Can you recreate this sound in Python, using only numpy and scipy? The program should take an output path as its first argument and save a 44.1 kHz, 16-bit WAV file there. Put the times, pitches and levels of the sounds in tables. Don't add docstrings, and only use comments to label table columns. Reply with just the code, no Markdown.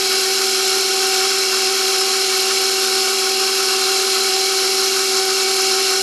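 import sys
import numpy as np
from scipy import signal
from scipy.fft import rfft, irfft, next_fast_len
from scipy.io import wavfile
from scipy.ndimage import uniform_filter1d, map_coordinates

SR = 44100
rng = np.random.default_rng(int(sys.argv[2]) if len(sys.argv) > 2 else 0)


def file_out(sig):
    cols = np.atleast_2d(sig).T
    lim = np.clip(cols, -1, 1)
    pcm = np.round(lim * 32767).astype(np.int16)
    wavfile.write(sys.argv[1], SR, pcm)


def ratio_of_db(decibels):
    return 10 ** (np.asarray(decibels, float) / 20)


N = 265482
T = np.arange(N) / SR

# [order, multiple, level/dB]
SIDE_TONES = [(0, 2, -47), (0, 3, -43), (0, 4, -51), (9, 0, -57), (11, 0, -51), (12, 0, -54), (13, 0, -51),
              (12, -1, -51), (12, 1, -62), (10, 2, -57), (17, 0, -58), (9, 3, -52), (19, 0, -49),
              (21, 0, -52), (25, -1, -54), (23, 0, -58), (32, -1, -48), (33, 0, -43), (42, -1, -49),
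              (48, 0, -60), (59, 0, -45), (60, 0, -50), (72, 0, -42), (85, 0, -47), (108, 0, -40.5),
              (75, 0, -49), (137, 0, -43), (116, 0, -47)]
# [f/Hz, width/Hz, level/dB]
BODY_MODES = [(324, 25, -21), (415, 20, -5.5), (484, 35, -10.5), (654, 110, -16), (744, 105, -6.5),
              (858, 25, -8)]
# [f/Hz, width/Hz, level/dB]
GEARBOX_MODES = [(1106, 84, 1.5), (1301, 78, -0.5), (1424, 130, 0), (1515, 96, 2), (1850, 38, -3)]
# [f/Hz, width/Hz, level/dB]
LOWER_SHELL_MODES = [(2045, 24, -12), (2200, 13, -14), (2259, 36, 0.5), (2343, 77, -7.5), (2537, 59, -8),
                     (2666, 25, -3.5), (2745, 29, 1), (2866, 19, -3), (2920, 20, -13), (3057, 92, -15),
                     (3277, 38, -4), (3350, 38, -12), (3660, 28, -3.5)]
# [f/Hz, width/Hz, level/dB]
UPPER_SHELL_MODES = [(3930, 47, -10.5), (4027, 29, -5.5), (4100, 29, -0.5), (4133, 25, -1),
                     (4277, 160, -7.5), (4437, 22, -7), (4530, 41, -7), (4660, 25, -4.5), (4795, 33, -8),
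                     (5140, 60, -12), (5248, 85, -3), (5345, 25, -5.5), (5500, 40, -7.5), (5600, 22, -4),
                     (5927, 60, -7.5), (6100, 58, -8.5), (6430, 57, -7), (5620, 16, -13), (6560, 26, -11.5)]
# [f/Hz, width/Hz, level/dB]
VENT_MODES = [(6920, 100, -5), (7050, 60, -3), (7330, 42, 1.5), (7620, 80, -6.5), (8250, 50, -16),
              (8360, 65, -6.5), (8800, 49, -8), (9300, 66, -4), (10030, 82, -3), (10760, 90, -3),
              (10700, 50, -10), (11070, 80, -0.5), (11400, 54, -1), (11530, 88, -9.5), (12422, 150, -19),
              (12685, 45, -16)]
# [f/Hz, level/dB]
RUMBLE_COLOR = [(20, -38), (100, -33.5), (180, -31.5), (260, -22.5), (400, -21.5), (560, -24), (900, -29.5),
                (1100, -56)]
# [f/Hz, level/dB]
RATTLE_COLOR = [(700, -24), (950, -11.5), (1200, -4), (1500, -3), (1750, -6), (2000, -17.5), (2400, -37)]
# [f/Hz, level/dB]
SCRAPE_COLOR = [(1700, -33), (2000, -16), (2500, -15.5), (3000, -12), (3500, -12.5), (3900, -27)]
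# [f/Hz, level/dB]
WHINE_COLOR = [(3300, -38), (3700, -15.5), (4400, -11), (5300, -7.5), (6200, -14.5), (6800, -49)]
# [f/Hz, level/dB]
HISS_COLOR = [(5800, -22), (6500, -5), (7500, -7), (8500, -11), (11000, -12.5), (12000, -16), (13500, -20),
              (15500, -19)]
# [f/Hz, share of the time 0..1]
TREBLE_SHARE = [(11500, 1), (11900, .93), (12300, .99), (13000, .93), (13600, .62), (14000, .36),
                (14400, .22), (14700, .13), (14850, .01), (15050, .05), (15400, .03)]
# [turning f/Hz, load level/dB, load phase/rad,
# tooth-rate swing/Hz, swing phase/rad]
SHAFTS = [(6.355, 0.64, 0.66, 1.16, -0.17), (2.196, 1.01, -3.16, 0.5, 0.99), (1.42, 0.76, 3.79, 0.5, 0.67),
          (4.437, 0.28, -2.7, 0.42, 1.24)]
# [t/s, tooth-rate jump/Hz, lost level/dB]
SLIPS = [(0.102, -0.3, 2.5), (0.211, 0.9, 3.1), (0.358, 2.4, 4.3), (0.564, -3.4, 2.6), (0.815, 0.8, 3.7),
         (1.162, -1.9, -1.0), (1.313, 4.6, 6.2), (1.552, -2.7, 4.9), (1.771, 1.8, 5.0), (2.34, -2.8, 3.5),
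         (2.534, 4.1, 6.3), (2.91, -2.7, -3.3), (3.141, 3.4, 3.3), (3.495, 0.7, 6.7), (3.577, 2.8, 2.2),
         (4.22, 3.8, 2.0), (4.494, 3.0, 2.3), (5.046, 1.7, 5.9), (5.337, 2.1, 6.5), (5.851, 3.6, 7.9)]
# [t/s, load level/dB]
DOUGH_DRAG = [(0, -1.5), (.3, -1.34), (.69, 0.64), (.9, -0.26), (1.27, 4), (1.44, -2.5), (1.7, 1.11),
              (2.19, -0.83), (2.76, 1.18), (2.93, -2.5), (3.3, 2), (3.6, -0.25), (4.1, .5), (4.4, 1.05),
              (4.89, -1), (5.18, .5), (5.81, 1.84), (6.02, -2)]

TEETH, BARS, REDUCTION = 10, 24, 6
MAINS_HZ, TOOTH_HZ, IDLER_HZ = 120.05, 382.4, 5.24
SLIP_S, SAG_HZ_PER_DB = .022, .21
STIFFENS_S, STIFFEN_LEN_S = 4.7, 0.14
STIFF_HUM_DB, STIFF_SHELL_DB = 1.2, -.7
HUM_DB, SECOND_DB, RATTLE_DB, LOWER_DB, UPPER_DB, HISS_DB = -28, -35.5, -30, -27, -20.5, -25.5
HUM_PER_LOAD, RATTLE_PER_LOAD, SHELL_PER_DRAG = .12, .18, .15
WHEEL_HUM_DB, IDLER_RATTLE_DB = .49, .8


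def unit(x):
    return x / np.sqrt(np.mean(x ** 2) + 1e-20)


def wobble(rate):
    coarse = T[::64]
    values = rng.standard_normal(int(N * rate / SR) + 4)
    return np.interp(T, coarse, map_coordinates(values, [coarse * rate]))


def ring(x, color, modes, lift_db, skew):
    size = next_fast_len(N + SR // 2)
    f = np.fft.rfftfreq(size, 1 / SR)
    hz, db = np.transpose(color)
    broad_db = np.interp(np.log(f + 1), np.log(hz), db, left=-120, right=-120)
    response = ratio_of_db(broad_db).astype(complex)
    for center, width, level_db in modes:
        near = slice(*np.searchsorted(f, [center * .8, center * 1.25]))
        fn = f[near]
        mode = 1j * fn * width / (center * center - fn ** 2 + 1j * fn * width)
        window = np.exp(-(np.log(fn / center) / 0.087) ** 2 - 1j * skew)
        response[near] += ratio_of_db(level_db + lift_db) * mode * window
    return unit(irfft(rfft(x, size) * response, size)[:N])


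def brushing(turns, repeat, uneven_db, runout_db, slot_db, bar_db, mains_db):
    track = unit(irfft(np.exp(2j * np.pi * rng.uniform(0, 1, 513))))
    shaken = turns + .0022 * wobble(25) + 0.0013 * np.sin(2 * np.pi * MAINS_HZ * T)
    again = map_coordinates(track, [shaken % 1 * len(track)], mode="grid-wrap")
    bar_wear = unit(rng.standard_normal(BARS))
    wear = map_coordinates(bar_wear, [turns * BARS % BARS], mode="grid-wrap", order=1)
    angle = 2 * np.pi * turns
    beat = runout_db * np.cos(angle) + slot_db * np.cos(angle * BARS / 2) + bar_db * np.cos(angle * BARS)
    chop = mains_db * np.cos(2 * np.pi * MAINS_HZ * T)
    scrape = np.sqrt(repeat) * again + np.sqrt(1 - repeat) * rng.standard_normal(N)
    return ratio_of_db(uneven_db * wear + beat + chop) * scrape


def kitchen(x, wet_db, t60, drift_db):
    length = SR // 3
    tail = rng.standard_normal(length) * ratio_of_db(-60 * T[:length] / t60)
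    late = np.pad(x, (150, 0))
    x = x + ratio_of_db(wet_db) * signal.fftconvolve(late, tail / np.linalg.norm(tail))[:N]
    z = signal.stft(x, nperseg=1024)[2]
    shade = uniform_filter1d(rng.standard_normal(z.shape), size=5, axis=0)
    shade = uniform_filter1d(shade, size=50, axis=1)
    return signal.istft(z * ratio_of_db(drift_db * unit(shade)), nperseg=1024)[1][:N]


def counter():
    rumble = ring(rng.standard_normal(N), RUMBLE_COLOR, BODY_MODES, lift_db=-7.5, skew=.2)
    return ratio_of_db(-38.5 + 0.39 * wobble(5.17)) * rumble


def vents(turns, hiss_db):
    air = brushing(turns, 0.17, 0.42, 0.97, 0.46, 0.37, .2) * ratio_of_db(0.13 * wobble(10))
    return ratio_of_db(hiss_db) * ring(air, HISS_COLOR, VENT_MODES, lift_db=-6.0, skew=0.2)


def housing(turns, lower_db, upper_db):
    low_scrape = brushing(turns, .5, 0.76, 0.11, 0.61, 0.55, 0.16)
    lower = ring(low_scrape, SCRAPE_COLOR, LOWER_SHELL_MODES, lift_db=-4.5, skew=0.64)
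    high_scrape = brushing(turns, .5, 0.48, 0.13, .4, 0.3, 0.13)
    upper = ring(high_scrape, WHINE_COLOR, UPPER_SHELL_MODES, lift_db=-2.0, skew=0.37)
    return ratio_of_db(lower_db) * lower + ratio_of_db(upper_db) * upper


def gears(turns, rattle_db):
    lumps = 1.15 * np.cos(2 * np.pi * turns / REDUCTION + 1.6)
    lumps += 1.2 * np.cos(2 * np.pi * turns * TEETH)
    unsteady = 0.31 * wobble(25) + 1.3 * wobble(60)
    loose = ratio_of_db(lumps + unsteady) * brushing(turns, 0.1, 0.9, 0.23, .1, .1, .15)
    return ratio_of_db(rattle_db) * ring(loose, RATTLE_COLOR, GEARBOX_MODES, lift_db=-4, skew=0.55)


def hum(mesh, turns, hum_db, second_db):
    slack = .16 * wobble(28)
    tone = ratio_of_db(hum_db + 2.5 + 0.45 * wobble(25)) * np.sin(2 * np.pi * mesh + slack)
    octave_phase = 4 * np.pi * mesh + 2 * slack - 1.57 + .2 * wobble(30)
    tone += ratio_of_db(second_db + 2.8 + .7 * wobble(30)) * np.sin(octave_phase)
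    for order, multiple, db in SIDE_TONES:
        drift = .009 * order * wobble(14) + rng.uniform(0, 2 * np.pi)
        cycles = order * turns + multiple * MAINS_HZ * T
        tone += ratio_of_db(db + 1.5 * wobble(7)) * np.sin(2 * np.pi * cycles + drift)
    return np.sqrt(2) * tone


def drive():
    drag_db = np.interp(T, *np.transpose(DOUGH_DRAG))
    load_db = drag_db
    tooth_hz = TOOTH_HZ - SAG_HZ_PER_DB * drag_db
    for hz, db, load_phase, swing_hz, swing_phase in SHAFTS:
        angle = 2 * np.pi * hz * T
        load_db = load_db + db * np.cos(angle + load_phase)
        tooth_hz = tooth_hz + swing_hz * np.cos(angle + swing_phase)
    contact_db = load_db
    for s, jump_hz, lost_db in SLIPS:
        slip = np.exp(-((T - s) / SLIP_S) ** 2 / 2)
        tooth_hz = tooth_hz + jump_hz * slip
        contact_db = contact_db - lost_db * slip
    return tooth_hz, drag_db, load_db, contact_db


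def scene():
    tooth_hz, drag_db, load_db, contact_db = drive()
    turns = np.cumsum(uniform_filter1d(tooth_hz, size=6918)) / SR / TEETH
    mesh = np.cumsum(tooth_hz) / SR
    stiff = 1 / (1 + np.exp((STIFFENS_S - T) / STIFFEN_LEN_S))
    wheel = np.cos(2 * np.pi * turns / REDUCTION + .55)
    idler = np.cos(2 * np.pi * IDLER_HZ * T - .89)
    hum_db = HUM_DB + HUM_PER_LOAD * contact_db + STIFF_HUM_DB * stiff + WHEEL_HUM_DB * wheel
    rattle_db = RATTLE_DB + RATTLE_PER_LOAD * load_db + IDLER_RATTLE_DB * idler
    lower_db = LOWER_DB + SHELL_PER_DRAG * drag_db + STIFF_SHELL_DB * stiff
    motor = counter() + vents(turns, HISS_DB)
    motor += housing(turns, lower_db, UPPER_DB) + gears(turns, rattle_db)
    room = ratio_of_db(.4 * wobble(22)) * kitchen(motor, wet_db=-15, t60=.35, drift_db=.65)
    return (room + hum(mesh, turns, hum_db, SECOND_DB + contact_db))[None]


def patchy_treble(x):
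    hz, _, z = signal.stft(x, SR, nperseg=3072, noverlap=2048)
    luck = rng.uniform(0, 1, (len(hz) // 6 + 1, z.shape[-1] // 4 + 1))
    luck = np.repeat(np.repeat(luck, 6, axis=0), 4, axis=1)
    luck = luck[:len(hz), :z.shape[-1]]
    keep = luck < np.interp(hz, *np.transpose(TREBLE_SHARE))[:, None]
    return signal.istft(z * keep, SR, nperseg=3072, noverlap=2048)[1][:, :N]


def top_cut(x):
    return signal.sosfilt(signal.butter(12, 15190, fs=SR, output="sos"), x)


def record(dry):
    mix = patchy_treble(dry)
    return top_cut(mix)


dry = scene()
out = record(dry)
file_out(out)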